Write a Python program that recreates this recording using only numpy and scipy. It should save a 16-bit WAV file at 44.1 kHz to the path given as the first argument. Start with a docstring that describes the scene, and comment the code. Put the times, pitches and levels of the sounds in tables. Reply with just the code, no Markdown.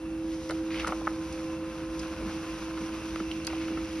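"""A desktop laser printer feeds a sheet, heard from close by in a small room.
From the start, gears hum and ease off once a turn, a fan whines and blows, rollers rattle and paper hisses.
Half a second in come the first snaps of the sheet, clacks of levers and soft thuds of the casing.
A roller then scrapes the sheet off the stack, and more knocks follow as it slides on and crinkles.
Near the end, its edge flicks out of the rollers while the machine keeps running."""
import sys
import numpy as np
from scipy import signal
from scipy.fft import rfft, irfft
from scipy.io import wavfile
from scipy.ndimage import uniform_filter1d

SR = 44100
rng = np.random.default_rng(int(sys.argv[2]) if len(sys.argv) > 2 else 0)


def output_pcm(signal):
    """Save a mono or channel-first signal as 16-bit PCM at the path in sys.argv[1].

    Samples are clipped to [-1, 1] before scaling.
    """
    pcm = np.clip(np.atleast_2d(signal).T, -1, 1) * 32767
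    wavfile.write(sys.argv[1], SR, np.round(pcm).astype(np.int16))


N = 176400
SPEED_WOBBLE = 0.0012  # share by which the motor and the fan drift in speed


def undb(db):
    """Turn decibels into a factor to multiply by."""
    return 10 ** (np.asarray(db) / 20)


def level(x, db):
    """Scale a sound to an average (rms) level."""
    return x * undb(db) / np.sqrt(np.mean(x ** 2))


def clock():
    """The time of every sample, in seconds."""
    return np.arange(N) / SR


def curve(rows):
    """Join (t/s, value) points by straight lines."""
    return np.interp(clock(), *np.array(rows, float).T)


def bins():
    """The frequencies, in Hz, at which a filter is given."""
    return np.maximum(np.arange(N + 1) * SR / (2 * N), 1)


def over_hz(rows):
    """Join (f/Hz, value) points, giving each octave equal room."""
    f, v = np.array(rows, float).T
    return np.interp(np.log(bins()), np.log(f), v)


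def filtered(x, response):
    """Pass a sound through a filter given as a gain for each frequency."""
    return irfft(rfft(x, 2 * N) * response)[:N]


def colour(rows):
    """A filter shaped by (f/Hz, level/dB) points that never sounds ahead of its input."""
    cepstrum = irfft(np.log(undb(over_hz(rows))))
    one_sided = 2 * cepstrum[:N] * (np.arange(N) > 0)
    return np.exp(rfft(one_sided, 2 * N) + cepstrum[0])


def resonances(rows):
    """A filter that rings at each (f/Hz, width/Hz, level/dB); neighbours swing opposite ways."""
    f = bins()
    return sum((-1) ** k * undb(db) / (1 + 1j * (f ** 2 - hz ** 2) / (f * width))
               for k, (hz, width, db) in enumerate(rows))


def walk(rate):
    """A smooth random drift of size about 1, with `rate` steps a second."""
    k = max(int(SR / rate), 2)
    steps = np.repeat(rng.standard_normal(N // k + 2), k)
    return level(uniform_filter1d(uniform_filter1d(steps, k), k)[:N], 0)


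def grains(spectrum, spread_db):
    """Many tiny contacts of uneven size, shaped by a spectrum; rms 1."""
    noise = rng.standard_normal(N)
    sizes = undb(spread_db * np.repeat(rng.standard_normal(N // 30 + 1), 30)[:N])
    return level(filtered(noise * sizes, colour(spectrum)), 0)


def burst(start, decay):
    """Noise that starts at once and dies away; its energy is 1."""
    age = clock() - start
    x = rng.standard_normal(N) * (age >= 0) * np.exp(-np.abs(age) / max(decay, 1 / SR))
    return x / np.sqrt(np.sum(x ** 2))


def blow(x, db):
    """Scale a short sound so that, spread over 10 ms, it would have this level."""
    return x * undb(db) * np.sqrt(SR / 100 / np.sum(x ** 2))


def tone(turns, multiple):
    """A pure tone that swings `multiple` times for each turn; rms 1."""
    return np.sqrt(2) * np.sin(2 * np.pi * (multiple * turns + rng.random()))


def drive():
    """The motor hums, its small gear whines, meeting teeth drone, and housing and desk rumble."""
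    # motor tones: multiple of the turn rate, level/dB
    motor_tones = [(3, -57), (4, -55.5), (8, -62), (18, -63.5)]
    # loudness of the small gear's whine: t/s, level/dB
    whine_level = [(.18, -61), (.33, -72), (1.25, -68), (1.5, -60), (1.85, -63.5), (3.25, -59.5)]
    # loudness of the meeting teeth: t/s, level/dB
    mesh_level = [(0, -34), (.75, -33), (1.1, -34.5), (2.0, -36.5), (2.9, -35.5), (3.6, -33)]
    # low ringing of housing and desk: f/Hz, width/Hz, level/dB
    rumble_modes = [(55.4, 5.6, 0), (67.5, 4.5, -1.5), (82.7, 4.8, -1.5), (167.3, 17.6, -10),
                    (213, 34, -13), (294, 38, -10)]
    motor_hz, teeth, whine_hz, rasp_width_hz = 53.97, 6, 2692, 240
    slack_first_s, gear_turn_s, slack_width_s, dip_db = .4357, .431, .025, -10.5
    turns = np.cumsum(motor_hz * (1 + SPEED_WOBBLE * walk(25.06))) / SR
    # the teeth go slack once per turn of a large gear, so their drone dips
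    from_slack = (clock() - slack_first_s + gear_turn_s / 2) % gear_turn_s - gear_turn_s / 2
    slack_db = dip_db * np.exp(-np.abs(from_slack / slack_width_s))
    mesh = tone(turns, teeth) * undb(curve(mesh_level) + slack_db + 1.05 * walk(55))
    hum = sum(tone(turns, round(k)) * undb(db + 2.75 * walk(13)) for k, db in motor_tones)
    rasp_band = resonances([(whine_hz, rasp_width_hz, 0)]) ** 2
    rasp = level(filtered(rng.standard_normal(N), rasp_band), 0)
    whine = (tone(turns, whine_hz / motor_hz) + rasp) * undb(curve(whine_level) + 2 * walk(40.12))
    bass_only = undb(over_hz([(25, -7.5), (50, 1), (330, -1.5), (700, -20)]))
    rumble = filtered(rng.standard_normal(N), resonances(rumble_modes) * bass_only)
    return mesh + hum + whine + level(rumble, db=-45.5)


def fan():
    """Spinning blades make a tone and wavering higher tones over a steady rush of air."""
    # loudness of the main tone, at twice the blade rate: t/s, level/dB
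    main_level = [(0, -51.5), (.5, -44.5), (1.25, -47), (1.55, -44), (2.2, -46.5), (3.1, -50), (4, -47)]
    # higher tones: multiple of the blade rate, relative level/dB
    overtone_mix = [(4, 0.5), (5, -8)]
    # their shared loudness: t/s, level/dB
    overtone_level = [(0, -74), (.6, -69), (1.0, -56), (2.45, -55), (3.1, -58.5), (4, -63.5)]
    # tone colour of the air: f/Hz, level/dB
    air_spectrum = [(20, -8), (130, 10.5), (300, 7.5), (420, 2.5), (1500, -3.5), (3000, -12.5), (8500, -16),
                    (11500, -22)]
    blade_hz = 258.7
    passes = np.cumsum(blade_hz * (1 + SPEED_WOBBLE * walk(30.24))) / SR
    main = tone(passes, 2) * undb(curve(main_level) + 1.1 * walk(25.02))
    overtones = sum(tone(passes, round(k)) * undb(db + 2 * walk(18)) for k, db in overtone_mix)
    air = level(filtered(rng.standard_normal(N), colour(air_spectrum)), db=-48)
    return main + overtones * undb(curve(overtone_level)) + air


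def rollers():
    """Turning rollers and gears rattle with many tiny contacts."""
    # tone colour of the rattle: f/Hz, level/dB
    spectrum = [(150, -6.5), (740, -4), (950, -1), (1300, -0.5), (1550, -2), (1850, -11.5), (2550, -6),
                (3200, -16.5), (7000, -29.5)]
    # its loudness: t/s, level/dB
    loudness = [(0, -61), (.4, -57), (.65, -51.5), (.9, -40.5), (.98, -50.5), (1.8, -50), (2.2, -46),
                (3.15, -48.5), (3.36, -54.5), (3.5, -49.5), (4, -51.5)]
    return grains(spectrum, spread_db=4) * undb(curve(loudness) + 1.1 * walk(45.13))


def paper():
    """The sheet hisses as it rubs along its guides."""
    # tone colour of the hiss: f/Hz, level/dB
    spectrum = [(600, -11.5), (2400, 3), (3400, 0), (4400, -1.5), (5800, 1), (9000, -9.5), (11500, -12)]
    # its loudness: t/s, level/dB
    loudness = [(.17, -65), (.3, -52), (.45, -51.5), (.62, -57.5), (.85, -50.5), (1.1, -53), (1.35, -49.5),
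                (1.5, -54.5), (1.87, -55.5), (2.02, -50), (3.2, -49.5), (3.38, -52.5), (3.52, -50),
                (4, -51)]
    return grains(spectrum, spread_db=2) * undb(curve(loudness) + 1.7 * walk(24.87))


def snaps():
    """The sheet's edge and small catches snap: a bright crack with one short ring."""
    # snaps: t/s, level/dB, decay/s, ring f/Hz, crack gain/dB
    events = [(0.4924, -46, .002, 5200, 8), (0.5073, -42.5, .005, 4050, -3), (.871, -40.5, .003, 3900, 6),
              (0.878, -40, .004, 5500, 8), (1.325, -48, .0058, 5100, 4), (1.993, -41.5, 0.0046, 5260, -8),
              (3.314, -38, 0.0014, 2870, -32), (3.4477, -43.5, 0.0037, 4480, 1),
              (3.4686, -33, 0.0022, 4900, 3)]
    # tone colour of the crack: f/Hz, level/dB
    crack_spectrum = [(800, -17), (2500, -5), (6000, 3.5), (8000, 3.5), (12000, -10)]
    crack = colour(crack_spectrum)
    out = 0
    for start, db, decay, hz, crack_db in events:
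        ring = resonances([(hz, .052 * hz, 9)]) * resonances([(hz, hz, 0)])
        out += blow(filtered(burst(start, decay), ring + undb(crack_db) * crack), db)
    return out


def clacks():
    """A clutch or lever strikes and chatters; the plastic housing rings and its panels knock."""
    # strikes: t/s, level/dB, chatter decay/s, brightness/(dB per octave), knock against ring/dB
    events = [(.497, -33.5, .008, 4, -1), (.508, -34.5, .011, 5, -3), (0.8456, -30, 0.0039, 6.5, -17),
              (0.8657, -36, .003, -2, -18), (0.8735, -30, .006, 0, -7), (.888, -34.5, 0.015, -2, -4),
              (0.9223, -30.5, 0.00086, -2.5, -8), (0.929, -36, 0.0073, -6, -3), (1.014, -40, .004, -15, -2),
              (1.0709, -29, 0.0004, -6, -7), (1.0754, -26.3, .0003, -7, -16), (2.775, -41, 0.0086, 8, -8),
              (3.159, -37, .002, 11, -9.5), (3.201, -37.5, .005, 8, -5.5), (3.501, -41.5, 0.005, 10, -6),
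              (3.531, -37.5, .008, 3, 6), (3.682, -42, .004, 10, -9), (3.773, -38, 0.01, 5, -11)]
    # ringing of the housing: f/Hz, width/Hz, level/dB
    housing_modes = [(833, 96, -11), (1260, 190, 0), (1505, 195, -6.5), (1730, 156, -10),
                     (2186, 190, -14.5), (2670, 160, -21), (3080, 130, -21.5)]
    # lower, hollow ringing of the side panels: f/Hz, width/Hz, level/dB
    panel_modes = [(448, 132, -1), (627, 100, 0.5), (774, 90, -1.5)]
    chatter_share, soften_above_hz = .53, 4500
    contact = 1 / (1 + 1j * bins() / soften_above_hz)
    housing, panels = resonances(housing_modes) * contact, resonances(panel_modes) * contact
    octaves = np.log2(np.clip(bins(), 400, 3200) / 1200)
    out = 0
    for start, db, decay, bright_db, panel_db in events:
        push = chatter_share * burst(start, decay)
        push[int(start * SR)] += 1 - chatter_share  # the first sharp hit
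        ring = blow(filtered(push, housing * undb(bright_db * octaves)), 0)
        knock = blow(filtered(push, panels), panel_db)
        out += blow(ring + knock, db)
    return out


def thuds():
    """Dull knocks shake the casing."""
    # knocks: t/s, level/dB, decay/s
    events = [(.497, -40, 0.046), (.89, -34.5, 0.033), (2.21, -35.5, 0.031), (2.25, -33, 0.033),
              (2.805, -39, .018), (3.205, -34, 0.011), (3.705, -32.5, 0.035), (3.76, -36.5, .03)]
    # tone colour of the casing: f/Hz, level/dB
    spectrum = [(40, -15), (120, -6), (190, 4.5), (290, 0.5), (420, -7), (700, -14), (1500, -37),
                (4000, -66)]
    casing = colour(spectrum)
    return sum(blow(filtered(burst(start, decay), casing), db) for start, db, decay in events)


def scrape_and_crinkle():
    """A roller drags the sheet off the stack; later the sheet crinkles as it bends."""
    # tone colour of both sounds: f/Hz, level/dB
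    spectrum = [(500, -11), (1750, -2.5), (2250, 3), (2800, 0.5), (3500, -6), (5500, -11), (11500, -32)]
    # loudness of the scrape: t/s, level/dB
    scrape_level = [(.68, -91), (.706, -46), (.735, -43), (.785, -42.5), (.803, -37), (.825, -42.5),
                    (.86, -49), (.9, -89)]
    # loudness of the crinkle: t/s, level/dB
    crinkle_level = [(1.5, -78), (2.3, -58.5), (3.35, -57), (3.52, -49), (4, -53)]
    rustle = grains(spectrum, spread_db=4.3) * undb(1.6 * walk(90))
    return rustle * (undb(curve(scrape_level)) + undb(curve(crinkle_level)))


def flick():
    """The sheet's edge flicks; high notes cross the paper faster than low ones, so the pitch falls."""
    start_s, sweep_s = 3.4715, .006
    out = 0
    for hz, lag in zip(np.geomspace(4500, 900, 6), np.linspace(0, sweep_s, 6)):
        band = resonances([(hz, hz / 2, 0)]) ** 2
        out += blow(filtered(burst(start_s + lag, decay=.0012), band), 0)
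    return blow(out, db=-37)


def echoes(fade_s):
    """A filter of dense echoes that fade by 60 dB in `fade_s` seconds."""
    return rfft(burst(.002, fade_s / np.log(1000)), 2 * N)


def scene():
    """The printer and its room, heard at two points close together, left and right."""
    # echoes that differ between left and right: f/Hz, level/dB
    reflections = [(60, -37), (550, -16), (1200, -24), (2000, -24), (2800, -8.5), (6000, -5.5), (7200, -33),
                   (8700, -23.5), (9300, 4.5), (10200, -32)]
    # how far the left wave runs ahead of the right: f/Hz, phase/rad
    left_lead = [(2100, 0), (2900, 1.06), (4400, 0.93), (5000, 0.16), (6000, 1), (7000, 3), (8800, 3),
                 (9700, 5.5)]
    # left loudness minus right: f/Hz, level/dB
    balance = [(60, -0.041), (350, -1.34), (1100, 0)]
    running = drive() + fan() + rollers() + paper() + scrape_and_crinkle()
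    knocks = clacks() + snaps() + flick() + thuds()
    room = undb(-13.5) * filtered(knocks, echoes(fade_s=.18))
    mid = running + knocks + room  # what both sides share
    side = filtered(running, echoes(fade_s=.27)) + filtered(knocks, echoes(fade_s=.063))
    side = filtered(side, undb(over_hz(reflections)))
    to_left = np.exp(.5j * over_hz(left_lead)) * undb(over_hz(balance) / 2)
    return np.array([filtered(mid + side, to_left), filtered(mid - side, 1 / to_left)])


def record(dry):
    """A steep filter cuts off the highest treble."""
    top_hz = 11700
    return signal.sosfilt(signal.ellip(10, .2, 80, top_hz, fs=SR, output="sos"), dry)


dry = scene()
out = record(dry)
output_pcm(out)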